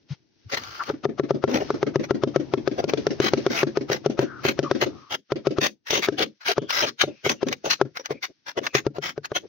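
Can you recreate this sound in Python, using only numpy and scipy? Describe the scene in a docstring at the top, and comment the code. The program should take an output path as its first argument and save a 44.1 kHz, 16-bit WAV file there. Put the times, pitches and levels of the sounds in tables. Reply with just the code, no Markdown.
"""Bedding a tile with a rubber mallet

Quick runs of dull knocks, then slower taps: decaying tile modes plus slap, tick and thud noise, each
after a short swell of noise. A facing wall returns each knock about 36 ms later as a scattered burst.
Gritty strokes, likely a trowel in mortar, reach the right port first: granular noise and a ringing blade.
Bumps, rubs and faint narrow noise bands glide in pitch. Hiss and rumble levels carry the opening
scrape and the knocks' low reverberation."""
import sys
import numpy as np
from scipy import signal
from scipy.fft import rfft, irfft, next_fast_len
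from scipy.io import wavfile
from scipy.ndimage import uniform_filter1d

SR = 44100
rng = np.random.default_rng(int(sys.argv[2]) if len(sys.argv) > 2 else 0)


def unload_wav(signal):
    """Save mono or channel-first audio to the path in sys.argv[1] as 16-bit WAV at rate SR, clipped to [-1, 1]."""
    wavfile.write(
        sys.argv[1],
        SR,
        np.round(np.clip(np.atleast_2d(signal).T, -1, 1) * 32767).astype(np.int16),
    )


N = 418068
TIME = np.arange(N) / SR


def undb(db):
    """Decibels to amplitude gain."""
    return 10 ** (np.asarray(db) / 20)


def rms(x):
    """Root mean square, kept above zero."""
    return np.sqrt(np.mean(x ** 2)) + 1e-12


def at(curve, s):
    """Columns of a time curve, interpolated at s."""
    times, *columns = np.transpose(curve)
    return [np.interp(s, times, c) for c in columns]


def colour(x, points):
    """Zero-phase filter through (Hz, dB) points, straight lines over log frequency."""
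    hz, db = np.transpose(points)
    size = next_fast_len(x.shape[-1] + 512)
    f_hz = np.maximum(np.arange(size // 2 + 1) * SR / size, 1)
    gain = undb(np.interp(np.log(f_hz), np.log(hz), db))
    return irfft(rfft(x, size) * gain, size)[..., :x.shape[-1]]


def pair(size, likeness):
    """White noise at two microphone ports; likeness is the shared part of its power."""
    shared, *own = rng.standard_normal((3, size))
    likeness = np.clip(likeness, 0, 1)
    return np.sqrt(likeness) * shared + np.sqrt(1 - likeness) * np.array(own)


def shaped(x, points):
    """Coloured sound at rms 1."""
    y = colour(x, points)
    return y / rms(y)


def grains(size, points, likeness, grain_db):
    """Crackle of uneven grains: noise re-scaled at random every 48 samples (1.1 ms), then coloured."""
    level_db = grain_db * np.repeat(rng.standard_normal(size // 48 + 1), 48)[:size]
    return shaped(pair(size, likeness) * undb(level_db), points)


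def resonant(size, hz, width_hz):
    """Noise held in one resonance whose centre may glide; rms 1."""
    settle = 4096
    sos = signal.butter(2, min(width_hz / 2, SR / 4), fs=SR, output="sos")
    noise = pair(size + settle, .7) + 1j * pair(size + settle, .7)
    wobble = signal.sosfilt(sos, noise)[:, settle:]
    phase = 2 * np.pi * np.cumsum(hz * np.ones(size)) / SR
    y = np.real(wobble * np.exp(1j * phase))
    return y / rms(y)


def fade(t, t60_s):
    """Exponential decay from time 0, 60 dB per t60."""
    return undb(-60 * np.maximum(t, 0) / t60_s)


def pan(db):
    """Channel gains for a left-minus-right level."""
    return undb(np.array([[db], [-db]]) / 2)


def add(out, s, x):
    """Mix x into out at time s."""
    i = max(int(s * SR), 0)
    out[:, i:i + x.shape[-1]] += x[:, :max(N - i, 0)]


def waver(rate_per_s):
    """Random drift through rate_per_s points a second, spread near 1."""
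    return 1.2 * np.interp(TIME * rate_per_s, np.arange(1024), rng.standard_normal(1024))


# hiss and rumble, with the opening scrape and the knocks' low reverberation, relative levels:
# t/s, hiss level/dB, rumble level/dB
HISS_RUMBLE_LEVELS = [(0, -57.5, -52), (.45, -58.5, -53), (.72, -39, -50), (1.1, -54, -43.5),
                      (1.4, -54.5, -45.5), (1.65, -38.5, -31.5), (1.95, -52, -35.5), (3.4, -43.5, -31.5),
                      (4, -52, -38.5), (4.95, -44, -34.5), (5.22, -65, -71.5), (5.5, -50.5, -44),
                      (5.8, -66.5, -60.5), (6.08, -46, -63), (6.35, -62, -73), (7.3, -52, -61),
                      (8.4, -60.5, -59), (9.48, -56, -50)]
# hiss spectrum: f/Hz, level/dB
HISS_SPECTRUM = [(200, -12.5), (900, 0), (1600, 8.5), (2500, 5), (4000, 3.5), (5800, 5.5), (8000, -19),
                 (16000, -8.5)]
# rumble spectrum: f/Hz, level/dB
RUMBLE_SPECTRUM = [(25, -9), (70, 0.5), (135, 9), (190, 1), (320, 9.5), (520, -7), (900, -11.5),
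                   (2000, -44)]
HISS_WAVER_DB, HISS_WAVER_PER_S = 2.5, 14
MURMUR_DB, MURMUR_T60_S = -13.5, 0.31  # level relative to blow level + echo curve


def hiss_and_rumble(arrival_s=0.029):
    """Wavering hiss plus rumble; each blow adds decaying low reverberation power to the rumble."""
    hiss_db, rumble_db = at(HISS_RUMBLE_LEVELS, TIME)
    power = undb(rumble_db - 7.0)[None] ** 2
    t = TIME[:SR]
    for s, blow_db, _ in BLOWS:
        echo_db, = at(ECHO_LEVELS, s)
        murmur = undb(blow_db + echo_db + MURMUR_DB) * fade(t, MURMUR_T60_S)
        add(power, s + arrival_s, murmur[None] ** 2)
    hiss_gain = undb(hiss_db + HISS_WAVER_DB * waver(HISS_WAVER_PER_S) - 9)
    hiss = grains(N, HISS_SPECTRUM, 0.1, grain_db=1.5) * hiss_gain
    rumble = shaped(pair(N, 0.2), RUMBLE_SPECTRUM) * np.sqrt(power)
    return (hiss + rumble) * pan(0.92)


# bumps, rubs, and faint narrow noise bands at 2.3-3.3 kHz:
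# start t/s, end t/s, first f/Hz, last f/Hz, width/Hz, relative level/dB
GLIDES = [(.103, 0.139, 146, 121, 35, -22), (.083, 0.159, 2430, 2530, 6050, -44),
          (.446, 0.49, 117.6, 97.3, 30, -35.5), (0.514, 0.796, 108.5, 89, 60, -45.5),
          (.79, .835, 1290, 1222, 450, -22.5), (1.48, 1.595, 311, 238.5, 49.7, -20),
          (4.19, 4.473, 1604, 1233, 330, -39.5), (4.634, 4.699, 1308, 1050, 180, -29),
          (4.861, 5.175, 1260, 1135, 176, -49), (5.979, 6.014, 390, 378, 161, -25.5),
          (6.476, 6.539, 416, 416, 60, -23.5), (6.48, 6.521, 694, 693, 100, -21.5),
          (6.525, 6.735, 3050, 3300, 400, -50.5), (7.031, 7.25, 2730, 2440, 350, -55),
          (7.34, 7.489, 2800, 2720, 300, -56), (8.125, 8.207, 2400, 2300, 250, -50),
          (8.668, 8.75, 2630, 2450, 250, -51), (8.282, 8.325, 419, 347, 198, -42.5),
          (8.666, 8.676, 2000, 1920, 900, -19), (9.426, 9.47, 446, 400, 227, -35.5)]


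def rubs_and_bands():
    """Noise swells and dies in one resonance per event, gliding in pitch."""
    out, t = np.zeros((2, N)), np.arange(SR // 2) / SR
    for start, end, first_hz, last_hz, width_hz, db in GLIDES:
        progress = np.minimum(t / (end - start), 1)
        hz = first_hz + (last_hz - first_hz) * progress
        sound = resonant(len(t), hz, width_hz) * np.sin(np.pi * progress)
        level = rms(sound[:, progress < 1])
        add(out, start, sound / level * undb(db - 7))
    return out * pan(3.3)


# echo spectrum off the facing wall: f/Hz, level/dB
ECHO_SPECTRUM = [(50, -3), (140, 0.5), (240, 20), (310, 13), (400, 0), (550, 4.5), (900, -8.5),
                 (1400, -3.5), (2200, 4), (6000, 4.5), (16000, -4.5)]


def yard(x, delay_s=0.0355, spread_s=0.0025, early_t60_s=0.12, late_db=-12, late_t60_s=0.25):
    """The facing wall answers in a scattered cluster; a weaker, longer tail wanders round the site."""
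    since = np.arange(SR // 2) / SR - delay_s
    onset = np.clip(since / spread_s, 0, 1)
    decay = fade(since, early_t60_s) + undb(late_db) * fade(since, late_t60_s)
    response = colour(pair(len(since), 0.37) * onset * decay, ECHO_SPECTRUM)
    energy_per_port = np.sum(response ** 2) / 2
    return signal.fftconvolve(x, response / np.sqrt(energy_per_port), axes=1)


def blade(x, ripple_db=4.0, count=60):
    """The blade's many modes shift with its angle: each touch gets its own random peaks and dips."""
    hz = np.geomspace(250, 16000, count)
    db = ripple_db * rng.standard_normal(count) - ripple_db ** 2 / 9
    return colour(x, np.c_[hz, db])


def stutter(t, step_s=.007, depth_db=3.0, count=128):
    """The blade catches and slips: a random gain with a new target each step."""
    return undb(depth_db * np.interp(t / step_s, np.arange(count), rng.standard_normal(count)))


def from_right(x, lag_s=.00036):
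    """Sound from the right reaches the left port later."""
    return np.array([np.roll(x[0], int(round(lag_s * SR))), x[1]])


# strokes: start t/s, end t/s, relative level/dB, body level re stroke/dB, ring f/Hz
STROKES = [(0.499, 0.89, -48.5, -8.5, 1550), (0.525, 0.549, -33, -0.5, 1913),
           (0.572, 0.586, -37, -3.5, 1910), (.879, 0.914, -48.5, 6, 1330), (1.493, 1.55, -46, 11.5, 1940),
           (1.536, 1.583, -38, 13, 2046), (1.604, 1.636, -47.5, 17, 2290), (2.038, 2.05, -42.5, 5.5, 2170),
           (2.781, 2.802, -43, 17.5, 1570), (2.89, 2.903, -42, 6, 2240), (3.219, 3.288, -29.5, -6.5, 3160),
           (3.504, 3.59, -37.5, -2.5, 1685), (3.564, 3.62, -30, -5.5, 1980),
           (3.894, 3.965, -36.5, 4.5, 1610), (4.192, 4.231, -42.5, 4.5, 1590),
           (4.444, 4.51, -32, -6.5, 2520), (4.814, 4.84, -28.5, 1.5, 1994), (5.109, 5.153, -34, -5, 3266),
           (5.615, 5.671, -28.5, -5, 2557), (5.871, 5.893, -37, -21, 1936), (5.907, 5.994, -29.5, -4, 3100),
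           (6.024, 6.059, -29, -14.5, 2265), (6.184, 6.237, -29, -1, 3230), (6.412, 6.437, -51, -24, 1440),
           (6.459, 6.518, -25.5, -15.5, 1560), (6.695, 6.716, -31.5, -24.5, 1460),
           (6.728, 6.816, -25.5, -13, 1327), (6.824, 6.852, -28, 1.5, 3000), (6.862, 6.895, -37, -24, 4180),
           (6.998, 7.033, -27, -29, 3700), (7.248, 7.277, -32, -3, 2120), (7.293, 7.32, -30, -6.5, 5870),
           (7.47, 7.486, -46, 1.5, 6120), (7.515, 7.531, -38, 5.5, 2110), (7.65, 7.682, -36.5, 6, 1260),
           (7.702, 7.733, -23, -26, 4100), (7.96, 7.972, -41.5, -7, 2155), (7.996, 8.001, -43.5, 5.5, 5750),
           (8.051, 8.063, -43.5, -15, 1600), (8.107, 8.119, -40.5, 14, 2120),
           (8.231, 8.25, -29, -22.5, 2085), (8.472, 8.506, -40, -11.5, 1530), (8.575, 8.588, -40, 13, 1960),
           (8.634, 8.674, -40, -5, 1940), (8.747, 8.788, -28.5, -17.5, 2500),
           (8.954, 8.968, -51.5, 9, 1400), (9.029, 9.104, -34, -8, 3190), (9.247, 9.254, -40.5, -13, 1604),
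           (9.355, 9.376, -30.5, -5, 3150)]
# stones catching under the blade: t/s, relative level/dB
STONES = [(.545, -13.5), (0.6358, -21), (.836, -17.5), (1.5427, -10), (2.8948, -12.5), (3.5763, -13),
          (3.9297, -7), (4.4848, -2), (5.665, -6.5), (5.906, -4), (5.954, -6), (6.484, -6), (6.7057, -6.5),
          (7.295, -3), (7.4854, -11.5), (7.5266, -6), (7.9707, -12), (8.058, -13), (8.666, -7),
          (8.751, -2.5), (9.2555, -16.5)]
# bright sand spectrum: f/Hz, level/dB
GRIT_SPECTRUM = [(900, -36.5), (2000, 3), (3000, 0), (4500, -3), (6000, -3.5), (16000, -4)]
# rasp spectrum: f/Hz, level/dB
RASP_SPECTRUM = [(300, -27), (750, -1.5), (1100, 2), (1600, 4), (2100, -6), (3200, -25)]
# hollow body spectrum: f/Hz, level/dB
BODY_SPECTRUM = [(30, -29), (100, -5.5), (220, -9), (350, 3), (550, 5), (800, 0), (1500, -31)]
# lighter strokes are duller: more rasp for each dB below a firm one
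FIRM_STROKE_DB, RASP_DB, RASP_PER_DB = -30, -2.35, 0.4
# a short touch lets the blade ring, a long drag damps it
RING_DB, RING_STROKE_S, RING_DB_PER_DOUBLING = -3.5, 0.033, 3
STONE_RASP_DB = -6  # re grit part of the click


def trowel(bite_s=0.0048, release_t60_s=0.061, arch_db=3.0):
    """Sand dragged under a blade: grit, rasp, hollow body and one ringing mode; stones click."""
    out, t = np.zeros((2, N)), np.arange(SR * 2 // 3) / SR
    lead_s = .04
    for start, end, db, body_db, ring_hz in STROKES:
        length_s = max(end - start, .003)
        since = t - lead_s
        rasp_db = RASP_DB + RASP_PER_DB * (FIRM_STROKE_DB - db)
        ring_db = RING_DB - RING_DB_PER_DOUBLING * np.log2(length_s / RING_STROKE_S)
        contact = np.exp(np.minimum(since, 0) / bite_s) * fade(since - length_s, release_t60_s)
        # the hand bears down hardest in mid-stroke
        arch = np.sin(np.pi * np.clip(since / length_s, 0, 1)) - 0.59
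        pressure = contact * undb(arch_db * arch) * stutter(t)
        grit = grains(len(t), GRIT_SPECTRUM, 0.13, grain_db=2.0) * undb(6.5)
        rasp = grains(len(t), RASP_SPECTRUM, 0.21, grain_db=1.5) * undb(rasp_db)
        body = grains(len(t), BODY_SPECTRUM, 1.0, grain_db=3.5) * undb(body_db + 3.0)
        ring = resonant(len(t), ring_hz, 290) * undb(ring_db)
        stroke = blade(grit + rasp + body) + ring
        add(out, start - lead_s, stroke * pressure * undb(db))
    t = t[:SR // 16]
    for s, db in STONES:
        grit = shaped(pair(len(t), 0.52), GRIT_SPECTRUM)
        rasp = shaped(pair(len(t), 0.89), RASP_SPECTRUM) * undb(STONE_RASP_DB)
        add(out, s, blade(grit + rasp) * fade(t, 0.033) * undb(db - 8.5))
    # mostly the low body returns from the wall
    wall = [(150, -15), (450, -22), (900, -38.5), (3000, -36.5), (8000, -29.0)]
    echo = colour(yard(out)[:, :N], wall)
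    return (from_right(out) + echo) * pan(1.5)


# tile bending modes damped by mortar: f/Hz, level/dB, t60/s, swing direction (sign)
TILE_MODES = [(139.7, -19.5, 0.13, 1), (215, -37, 0.2, 1), (344, -1, 0.016, 1), (409.8, -2.5, 0.043, -1),
              (535, -6, 0.025, -1), (663, -22.5, 0.044, -1), (1334, -30, 0.054, 1)]


def tile_ring(t, pitch):
    """Decaying tile modes; each spot detunes and weighs them a little, each port weighs them too."""
    hz, db, t60_s, swing = np.array(TILE_MODES).T[:, :, None]
    chance = rng.standard_normal((4, len(TILE_MODES), 1))
    mode_hz = hz * pitch * (1 + 0.018 * chance[0])
    modes = np.sign(swing) * fade(t, t60_s) * np.sin(2 * np.pi * mode_hz * t)
    mode_db = db + 1.2 * chance[1] + 1.8 * chance[2:]
    ring = np.sum(undb(mode_db) * modes, axis=1)
    return ring / rms(ring[:, t < .012])


# mallet blows, flatter landings slap more: t/s, level/dB, relative slap level/dB
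BLOWS = [(0.8998, -20.5, -4.5), (1.0535, -17.5, -9.5), (1.197, -17, -8), (1.3074, -15.5, -7.5),
         (1.4397, -15.5, -8), (1.7042, -18.5, -6), (1.8292, -17, -7.5), (1.9582, -15.5, -8),
         (2.1082, -15.5, -7.5), (2.2358, -15, -8), (2.3607, -14.5, -7), (2.5372, -16, -7.5),
         (2.6757, -17, -13), (2.841, -20.5, -25), (2.9359, -16.5, -7.5), (3.0676, -16.5, -8),
         (3.201, -15, -8), (3.3349, -13.5, -9.5), (3.4645, -15, -7.5), (3.6313, -14, -7),
         (3.772, -16.5, -9.5), (3.9, -21, -10), (4.0611, -15.3, -9.5), (4.1913, -14.5, -13.5),
         (4.4513, -17, -9), (4.591, -17.5, -9.5), (4.7126, -16.5, -7), (4.8243, -18.5, -8),
         (5.32, -18, -9.5), (5.47, -14.5, -16.5), (5.5845, -16.5, -9), (5.932, -22, -16),
         (6.086, -15.5, -8.5), (6.205, -22, -13), (6.5808, -16.5, -7), (6.838, -26.5, -10),
         (7.0379, -19.5, -20), (7.264, -19.5, -14), (7.4298, -17.5, -13.5), (7.663, -28, -7),
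         (7.8137, -14, -7), (8.1071, -23, -9.5), (8.576, -25, -23), (8.75, -16.5, -12.5),
         (8.8659, -17, -12.5), (8.984, -25.5, -24), (9.178, -26, -13), (9.3171, -25.5, -5)]
# tick and halo levels over time, relative to blow: t/s, tick level/dB, halo level/dB
TICK_HALO_LEVELS = [(1, -27.5, -13), (1.4, -20.5, -24), (2.3, -15.5, -23), (3.25, -9.5, -29.5),
                    (3.7, -15.5, -20), (4.6, -12, -23), (5.5, -14.5, -19.5), (6.55, -16.5, -19.5),
                    (7.05, -16.5, -12.5), (7.8, -15.5, -26), (9.3, -19, -26)]
# echo relative to its blow: t/s, relative level/dB
ECHO_LEVELS = [(.9, -13), (1.8, -8), (2.3, -13), (3.1, -9), (3.6, -12.5), (4.8, -8.5), (6.3, -17.5),
               (7.5, -8.5), (7.85, -26), (8.6, -13.5), (9, -37)]
# rubber slap spectrum: f/Hz, level/dB
SLAP_SPECTRUM = [(300, -41.5), (700, 7), (1300, 4.5), (1800, -2), (2600, -19.5), (6000, -47)]
# tick spectrum: f/Hz, level/dB
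TICK_SPECTRUM = [(900, -10.5), (2200, 5.5), (4000, 2), (6000, 0), (16000, -12.5)]
# wall thud spectrum: f/Hz, level/dB
THUD_SPECTRUM = [(25, -26), (70, -6), (135, 14), (200, -8.5), (400, -55.5)]
# spectrum of the halo, a short swell of noise before each knock: f/Hz, level/dB
HALO_SPECTRUM = [(60, -8.5), (350, 3), (700, 1.5), (1000, -7.5), (1300, 3), (1700, -10.5), (2300, -12),
                 (6000, -20.5), (16000, -38)]
# softer blows ring higher; each spot is tuned a little differently
FIRM_BLOW_DB, SOFT_RISE_PER_DB, SPOT_SCATTER = -16.5, .0075, .014


def mallet(halo_rise_s=0.0068):
    """The tile rings, the wall thuds, the rubber slaps and ticks; a noise halo swells before each knock."""
    out, t = np.zeros((2, N)), np.arange(SR // 4) / SR
    lead = t[:SR // 28]
    for s, db, slap_db in BLOWS:
        tick_db, halo_db = at(TICK_HALO_LEVELS, s)
        echo_db, = at(ECHO_LEVELS, s)
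        softness_db = FIRM_BLOW_DB - db
        pitch = 1 + SOFT_RISE_PER_DB * softness_db + SPOT_SCATTER * rng.standard_normal()
        slap = shaped(pair(len(t), 0.51), SLAP_SPECTRUM) * fade(t, 0.018) * undb(slap_db + 7.0)
        tick = shaped(pair(len(t), 0.21), TICK_SPECTRUM) * fade(t, 0.024) * undb(tick_db + 4.5)
        thud_shape = fade(t, 0.28) * np.minimum(t / 0.0022, 1)
        thud = shaped(pair(len(t), 0.9), THUD_SPECTRUM) * thud_shape * undb(-21.5)
        blow = tile_ring(t, pitch) + slap + tick + thud
        echo = yard(blow)
        echo /= rms(echo[:, int(.038 * SR):int(.07 * SR)])
        # the halo ends as the knock starts
        swell = 1 / (1 + np.exp((.022 - lead) / (halo_rise_s / 2)))
        halo = shaped(pair(len(lead), 0.84), HALO_SPECTRUM) * swell
        add(out, s - lead[-1], halo * undb(db + halo_db + 3) * pan(7.8))
        add(out, s, blow * undb(db) * pan(2.4))
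        add(out, s, echo * undb(db + echo_db + 1.5) * pan(1.6))
    return out


def scene():
    """Hiss and rumble, rubs and narrow bands, trowel and mallet together."""
    return hiss_and_rumble() + rubs_and_bands() + trowel() + mallet()


# noise suppressor bands: centre f/Hz, threshold level/dB
SUPPRESSOR_BANDS = [(300, -59), (1300, -62.5), (4500, -70), (11000, -78.5)]


def suppress(x, window_s=.025, depth_db=-14):
    """Noise suppressor: each band sinks smoothly toward depth_db as its power falls past threshold."""
    hz, threshold_db = np.transpose(SUPPRESSOR_BANDS)
    log_f = np.log1p(np.arange(N // 2 + 1) * SR / N)
    floor = undb(depth_db)
    out = 0
    for own, db in zip(np.eye(len(hz)), threshold_db):
        share = np.interp(log_f, np.log(hz), own)
        band = irfft(rfft(x) * share, N)
        power = uniform_filter1d(np.mean(band ** 2, axis=0), int(window_s * SR))
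        openness = power / (power + undb(db) ** 2)
        out = out + band * (floor + (1 - floor) * openness)
    return out


# overall response, thin bass, broad drop above 7 kHz, partial return near 15 kHz: f/Hz, level/dB
OVERALL_RESPONSE = [(20, -15), (40, -8.5), (80, -3.5), (130, -2), (6200, 0.5), (6700, -7.5), (7200, -22.5),
                    (8000, -27), (10000, -18), (14000, -20), (14800, -8.5), (15700, -9), (16200, -40)]
TOP_HZ = 16300


def record(dry):
    """Peaks round off, the overall response colours (left duller), pauses are hushed, the top is cut."""
    rounded = np.tanh(dry * .6) / .6
    left, right = colour(rounded, OVERALL_RESPONSE)
    left = colour(left, [(7000, 2), (9000, -5), (15000, -3)])
    hushed = suppress(np.array([left, right]))
    top_cut = signal.ellip(8, .2, 70, TOP_HZ, fs=SR, output="sos")
    return signal.sosfilt(top_cut, hushed)


dry = scene()
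out = record(dry)
unload_wav(out)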